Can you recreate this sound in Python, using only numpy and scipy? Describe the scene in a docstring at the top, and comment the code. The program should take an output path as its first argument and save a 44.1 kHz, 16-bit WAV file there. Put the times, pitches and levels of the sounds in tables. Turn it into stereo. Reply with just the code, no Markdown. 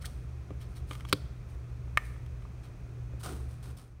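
"""Gloved hands on a plastic remote

Gloves rub and chirp on a remote and drag over a rubber bench mat by stick-slip friction. Small impacts excite
the modes of the case as ticks and those of the padded bench as thuds. A button snaps down with a thud and later
clicks back up. A small room hums, and the background drops near the end."""
import sys
import numpy as np
from scipy import signal
from scipy.fft import rfft, irfft
from scipy.io import wavfile
from scipy.ndimage import uniform_filter1d

SR = 44100
rng = np.random.default_rng(int(sys.argv[2]) if len(sys.argv) > 2 else 0)


def dump(signal):
    """Clip the signal to [-1, 1] and save it as 16-bit WAV at the path in sys.argv[1]."""
    limited = np.clip(np.atleast_2d(signal).T, -1, 1)
    pcm = np.round(limited * 32767).astype(np.int16)
    wavfile.write(sys.argv[1], SR, pcm)


N = 176400
TIME = np.arange(N) / SR
RING_TIME = np.arange(4096) / SR
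RING_HZ = np.fft.rfftfreq(len(RING_TIME), 1 / SR)


def amp(db):
    return 10 ** (np.asarray(db) / 20)


def unit_rms(x):
    return x / np.sqrt(np.mean(x ** 2) + 1e-20)


def curve_at(points, hz):
    f, value = np.transpose(points)
    return np.interp(np.log(hz + 1), np.log(f + 1), value)


def add(mix, start, sound):
    part = mix[:, max(round(start * SR), 0):][:, :sound.shape[-1]]
    part += sound[..., :part.shape[1]]


def impact_level(x, db):
    """Equal energy: a hit carries as much as 10 ms of steady sound at the given level."""
    return amp(db) * x / np.sqrt(np.mean(np.sum(x ** 2, -1)) / (SR / 100))


# Likeness of left and right: (frequency [Hz], correlation [0-1])
COHERENCE = [(60, 0.98), (130, 0.93), (290, .6), (640, 0.042), (15000, 0)]
def coherent_spectra(noise):
    """Spatial coherence: long waves reach two nearby points alike, short waves do not."""
    left, right = rfft(noise)
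    same = curve_at(COHERENCE, np.fft.rfftfreq(noise.shape[1], 1 / SR))
    return np.array([left, same * left + np.sqrt(1 - same ** 2) * right])


def coloured(noise, colour, low_hz=1):
    """Spectral shaping: stereo noise takes a colour and a low cut, at unit level."""
    hz = np.fft.rfftfreq(N, 1 / SR)
    low_cut = hz ** 4 / (hz ** 4 + low_hz ** 4)
    return unit_rms(irfft(coherent_spectra(noise) * amp(curve_at(colour, hz)) * low_cut, N))


# Low rumble and soft background hiss, with a narrow gap near 12 kHz: (frequency [Hz], gain [dB])
RUMBLE_COLOUR = [(15, -28), (32, -18.5), (50, -5), (67, 0.5), (85, -12.5), (105, -14.5), (150, -14),
                 (220, -30.5), (500, -61.5)]
SOFT_HISS_COLOUR = [(160, -3), (230, -5), (400, -5.5), (520, -10.5), (720, -12), (880, -17), (1250, -14),
                    (1700, -19.5), (2200, -20.5), (2520, -18), (2800, -26.5), (5200, -30.5), (6200, -28),
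                    (7300, -35), (8700, -33.5), (10500, -42), (12000, -55.5), (14000, -51), (16000, -59.5)]
# Mains hum and a lower tone: (frequency [Hz], level [dB], wavering share [0-1])
HUM_TONES = [(119.7, -43.5, .25), (69, -47, .7)]
# Closing fade: (time [s], gain [dB])
BACKGROUND_FADE = [(0, 0), (3.45, 0), (3.7, -1), (3.82, -6.5), (4, -8)]
def background():
    """Superposition: ventilation rumble, soft hiss and a hum that wavers as close tones beat."""
    rumble = coloured(rng.standard_normal((2, N)), RUMBLE_COLOUR)
    hiss = coloured(rng.standard_normal((2, N)), SOFT_HISS_COLOUR, low_hz=148)
    out = amp([[-43.5], [-42.5]]) * rumble + amp([[-55.1], [-55.9]]) * hiss
    for hz, db, waver in HUM_TONES:
        offsets_hz = rng.normal(0, 3, size=16)
        drift = sum(np.exp(2j * np.pi * (f * TIME + rng.random())) for f in offsets_hz) / np.sqrt(16)
        tone = (1 - waver + waver * drift) * np.exp(2j * np.pi * hz * TIME)
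        out += amp(db) * np.sqrt(2) * tone.real
    return out * amp(np.interp(TIME, *np.transpose(BACKGROUND_FADE)))


# Plastic shell: (frequency [Hz], gain over the bare contact [dB], T60 [s])
CASE_MODES = [(583, -2.5, .05), (1206, -3.5, .033), (1804, -3.5, 0.031), (2150, -4.5, .03),
              (2337, -4, .035), (3056, -6, 0.018), (3280, -5, .018), (3890, -5.5, .018), (4360, -2, .025),
              (5200, -2, .025)]
def case_ring():
    """Modal vibration: the shell's impulse response is a sum of damped cosines."""
    return sum(amp(db - 60 * RING_TIME / t60) * 2 * np.log(1000) / (t60 * SR)
               * np.cos(2 * np.pi * hz * RING_TIME) for hz, db, t60 in CASE_MODES)


def stroke(start, rise, t60):
    """Envelope of a rub: linear growth, then exponential decay."""
    t = TIME - start
    return np.clip(t / rise, 0, 1) * amp(-60 * np.maximum(t - rise, 0) / t60)


# Glove hiss, with a narrow band near 11.5 kHz cut out: (frequency [Hz], gain [dB])
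HISS_COLOUR = [(500, -9), (800, -4), (1400, -1.5), (2200, -5), (3600, -2), (6300, -4), (7200, -7.5),
               (8700, 2.5), (10500, -4), (11600, -18), (13000, -5.5), (15000, -7), (16000, -16)]
# Drag on the mat and the hand's weight: (frequency [Hz], gain [dB])
SCRAPE_COLOUR = [(300, -15), (560, -5), (660, -7), (738, 4), (850, -9), (1070, 1), (1150, -3), (1220, 0),
                 (1400, 1.5), (1540, -5), (1680, -19), (3500, -19), (15000, -44.5)]
WEIGHT_COLOUR = [(60, -10), (160, 5), (300, 1), (430, 0), (600, -8), (1500, -20.5), (15000, -60)]
# Rubs: (start [s], rise [s], T60 [s], hiss level [dB], mat level [dB], case ring [ratio])
GLOVE_RUBS = [(.008, 0.014, .12, -54, -68, 0.68), (.046, .011, .04, -44, -66, .4),
              (.059, .005, .015, -45, -66, .3), (.06, .01, 0.73, -61.5, -71, 0.44),
              (.598, 0.023, 0.17, -62, -61, 1.2), (.68, 0.037, .3, -68, -69, 0),
              (.748, .022, 0.12, -56.5, -61, 0.65), (.865, 0.056, 0.4, -53, -62.5, 0.18),
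              (1.06, .035, 0.36, -61.5, -70, 1.5), (1.47, 0.033, 0.3, -64, -73, 0.042),
              (1.98, 0.08, 0.63, -60.5, -70.5, 0), (2.625, .015, 0.2, -64, -57.5, 1),
              (3.192, 0.013, .15, -52, -63, 0), (3.228, .011, .54, -43.5, -42.5, 0),
              (3.485, .025, 0.38, -63, -67, 0), (3.625, .004, 0.32, -54, -56, 0.19),
              (3.66, 0.022, 0.27, -66, -61, 0), (3.767, .005, .35, -56, -61, 0.19)]
# The hand catches on the mat: (start [s], rise [s], T60 [s], level [dB])
MAT_CATCHES = [(3.203, .006, .06, -54), (3.246, .018, .09, -42)]
def gloves(slips_per_s=2200, slip_spread_db=3, slip_share=.62, drag_spread_db=1):
    """Sliding friction: tiny slips of rubber hiss, ring the case and scrape the mat."""
    slips = (rng.random((2, N)) < slips_per_s / SR) * rng.standard_normal((2, N))
    slips *= amp(slip_spread_db * np.minimum(rng.exponential(1, (2, N)), 4))
    friction = slip_share * unit_rms(slips) + (1 - slip_share) * rng.standard_normal((2, N))
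    hiss = coloured(friction, HISS_COLOUR, low_hz=300)
    shell = unit_rms(signal.oaconvolve(hiss, case_ring()[None], axes=1)[:, :N])
    wander = unit_rms(uniform_filter1d(rng.standard_normal(N), size=300))
    drag = unit_rms(amp(drag_spread_db * wander))
    scrape = amp(-4.5) * drag * coloured(friction, SCRAPE_COLOUR, low_hz=250)
    weight = coloured(rng.standard_normal((2, N)), WEIGHT_COLOUR, low_hz=60)
    out = np.zeros((2, N))
    for start, rise, t60, hiss_db, mat_db, on_case in GLOVE_RUBS:
        out += amp(hiss_db) * (hiss + on_case * shell) * stroke(start, rise, t60)
        # The scrape peaks after the hiss; the dull weight peaks last and lingers.
        out += amp(mat_db) * scrape * stroke(start, rise + .027, t60 * .8)
        out += amp(mat_db) * weight * stroke(start, rise + .06, t60 * 1.2)
    for start, rise, t60, db in MAT_CATCHES:
        out += amp(db) * scrape * stroke(start, rise, t60)
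    return out


# Chirp: (start [s], length [s], level [dB], first pitch [Hz], last pitch [Hz], slip rate [1/s])
FINGER_SQUEAKS = [(.04, .018, -49, 1250, 2300, 550)]
def squeaks(width_hz=650):
    """Stick-slip: a rubber fingertip drives a resonance that climbs as it stretches."""
    out = np.zeros((2, N))
    pole = np.exp(-np.pi * width_hz / SR)
    for start, length, db, first_hz, last_hz, rate in FINGER_SQUEAKS:
        t = np.arange(0, length, 1 / SR)
        slips = np.exp(-(t * rate % 1) / .3) * rng.standard_normal((2, len(t)))
        pitch_hz = first_hz + (last_hz - first_hz) * t / length
        carrier = np.exp(2j * np.pi * np.cumsum(pitch_hz) / SR)
        ring = (carrier * signal.lfilter([1], np.poly([pole, pole]), slips / carrier)).real
        add(out, start, amp(db) * unit_rms(ring * np.sin(np.pi * t / length)))
    return out


def minimum_phase(db):
    """Causality: folding the cepstrum gives the most prompt response with these gains."""
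    cepstrum = irfft(np.log(amp(db)))
    n = len(cepstrum) // 2
    return np.exp(rfft(np.r_[cepstrum[0], 2 * cepstrum[1:n], cepstrum[n], np.zeros(n - 1)]))


def contact_spectrum(colour_db, scatter_db, scatter_t60):
    """Scattering: an impulse rings the case and reflects off hands, tools and bench."""
    echoes = rng.standard_normal((2, len(RING_TIME)))
    echoes *= amp(-60 * RING_TIME / scatter_t60) * (1 - np.exp(-RING_TIME / .0008))
    echoes *= amp(scatter_db) / np.linalg.norm(echoes, axis=1, keepdims=True)
    return (1 + coherent_spectra(echoes)) * (1 + rfft(case_ring())) * minimum_phase(colour_db)


# Spectrum of a tick: (frequency [Hz], gain [dB])
TICK_COLOUR = [(200, -11.5), (700, -9.5), (1200, 4.5), (1700, -8.5), (2200, -2), (2700, -6), (3200, -2.5),
               (4200, -14.5), (6000, -13), (7200, -17.5), (9500, -16.5), (15000, -24.5)]
# Shifts of the case: (time [s], level [dB], tilt [dB/octave])
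CASE_TICKS = [(0.506, -53, -5), (.614, -58.5, 4), (.626, -58, 2), (.9108, -37, -4), (.921, -51, 0),
              (0.9324, -47.5, 1), (.9522, -47, .5), (.999, -54, -1.5), (1.0074, -49.5, -1),
              (1.051, -44, -1.5), (1.088, -49.5, 3.5), (1.0957, -49.5, 4), (1.878, -55, -9),
              (2.163, -55, -8), (2.263, -58.5, 2), (2.423, -58, -3), (2.4515, -52, -9)]
def ticks():
    """Impulsive excitation: the case ticks and creaks as it shifts in the grip."""
    out = np.zeros((2, N))
    octaves = np.log2(np.maximum(RING_HZ, 700) / 2000)
    for start, db, tilt in CASE_TICKS:
        colour_db = curve_at(TICK_COLOUR, RING_HZ) + tilt * octaves
        tick = irfft(contact_spectrum(colour_db, scatter_db=8, scatter_t60=.016))
        add(out, start, impact_level(tick, db))
    return out


# The remote on the bench: (frequency [Hz], gain [dB], T60 [s])
BENCH_MODES = [(108, -4.5, .15), (159, -3, 0.077), (295.5, -0.5, 0.063), (386.4, 0, 0.046),
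               (507, -6.5, 0.056)]
# Pushes against the mat: (time [s], level [dB])
MAT_THUDS = [(.506, -38), (.911, -44), (1.1285, -24.3), (3.136, -47)]
def thuds():
    """Damped resonance: the remote bumps the padded bench, whose low modes die quickly."""
    out, t = np.zeros((2, N)), np.arange(SR // 4) / SR
    ring = sum(amp(db - 60 * t / t60) * np.cos(2 * np.pi * hz * t) for hz, db, t60 in BENCH_MODES)
    ring *= 1 - np.exp(-t / .001)
    for start, db in MAT_THUDS:
        add(out, start, impact_level(ring, db))
    return out


# Snaps: (time [s], level [dB], left minus right [dB], left lag [s], stop delay [s], stop gain [ratio])
BUTTON_PRESS = (1.1276, -18.7, -.5, -.00003, .0028, .35)
BUTTON_RELEASE = (1.9738, -18.3, -.8, .00003, .0017, .3)
# Button clicks, with a narrow band near 11.5 kHz cut out: (frequency [Hz], gain [dB])
PRESS_COLOUR = [(60, -30.5), (150, -14), (400, -.5), (620, -19), (820, -6), (1400, 2), (1750, -5.5),
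                (2500, -6), (3300, 0), (4400, 2), (5000, -12.5), (7000, -19), (9200, -7), (11500, -20.5),
                (13500, -13.5), (15500, -19)]
RELEASE_COLOUR = [(150, -23), (350, -19), (560, -11), (830, -9), (1260, 2), (1600, -3.5), (2300, 2.5),
                  (3200, -15), (4400, -24), (7000, -28), (9200, -21.5), (11500, -36), (13500, -22),
                  (15500, -33.5)]
# Stereo balance: (frequency [Hz], left minus right [dB])
SNAP_BALANCE = [(400, 0.5), (1300, 5), (1900, 0), (2800, -3), (4200, -3), (8000, -0.5)]
def button_snap(event, colour, scatter_db, scatter_t60):
    """Snap-through buckling: the button's dome flips, and the key strikes its stop just after."""
    start, db, pan_db, lag, stop_delay, stop_gain = event
    dome, stop = (contact_spectrum(curve_at(colour, RING_HZ), scatter_db, scatter_t60) for _ in range(2))
    spectrum = dome + stop_gain * stop * np.exp(-2j * np.pi * RING_HZ * stop_delay)
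    side_db = (curve_at(SNAP_BALANCE, RING_HZ) + pan_db) / 2
    spectrum[0] *= minimum_phase(side_db) * np.exp(-2j * np.pi * RING_HZ * max(lag, 0))
    spectrum[1] *= minimum_phase(-side_db) * np.exp(-2j * np.pi * RING_HZ * max(-lag, 0))
    out = np.zeros((2, N))
    add(out, start, impact_level(irfft(spectrum)[:, :len(RING_TIME) // 2], db))
    return out


# Spectrum of the room's tail: (frequency [Hz], gain [dB])
ROOM_COLOUR = [(200, -4), (750, 1), (1200, -7.5), (1700, -4), (2400, -8), (4200, -4.5), (6000, 3),
               (9000, -3), (15000, -2)]
# Reverberation time: (frequency [Hz], T60 [s])
ROOM_T60 = [(200, 0.35), (1200, 0.73), (3000, 0.66), (9000, 0.44), (15000, 0.37)]
def room(sound, build_s=.0087):
    """Reverberation: a diffuse tail builds up, and each band decays at its own rate."""
    noise = irfft(coherent_spectra(rng.standard_normal((2, SR))))
    hz, t, bands = signal.stft(noise, SR, nperseg=256)
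    decay = amp(curve_at(ROOM_COLOUR, hz)[:, None] - 60 * t / curve_at(ROOM_T60, hz)[:, None])
    tail = signal.istft(bands * decay * np.minimum(t / build_s, 1), SR, nperseg=256)[1]
    return signal.fftconvolve(sound, tail / np.linalg.norm(tail[0]), axes=1)[:, :N]


def scene():
    """Superposition: direct sound, weak reverberation and background add."""
    handling = gloves() + squeaks() + ticks() + thuds()
    press = button_snap(BUTTON_PRESS, PRESS_COLOUR, scatter_db=5.5, scatter_t60=.014)
    release = button_snap(BUTTON_RELEASE, RELEASE_COLOUR, scatter_db=-3, scatter_t60=.019)
    reverb = room(amp(-15.5) * handling + amp(-23.5) * press + amp(-18.7) * release)
    return background() + handling + press + release + reverb


def record(dry, cutoff_hz=15900):
    """Band limiting: a linear-phase low-pass removes the highest treble."""
    low_pass = signal.firwin(511, cutoff_hz, window=("kaiser", 9), fs=SR)
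    return signal.oaconvolve(dry, low_pass[None], "same")


dry = scene()
out = record(dry)
dump(out)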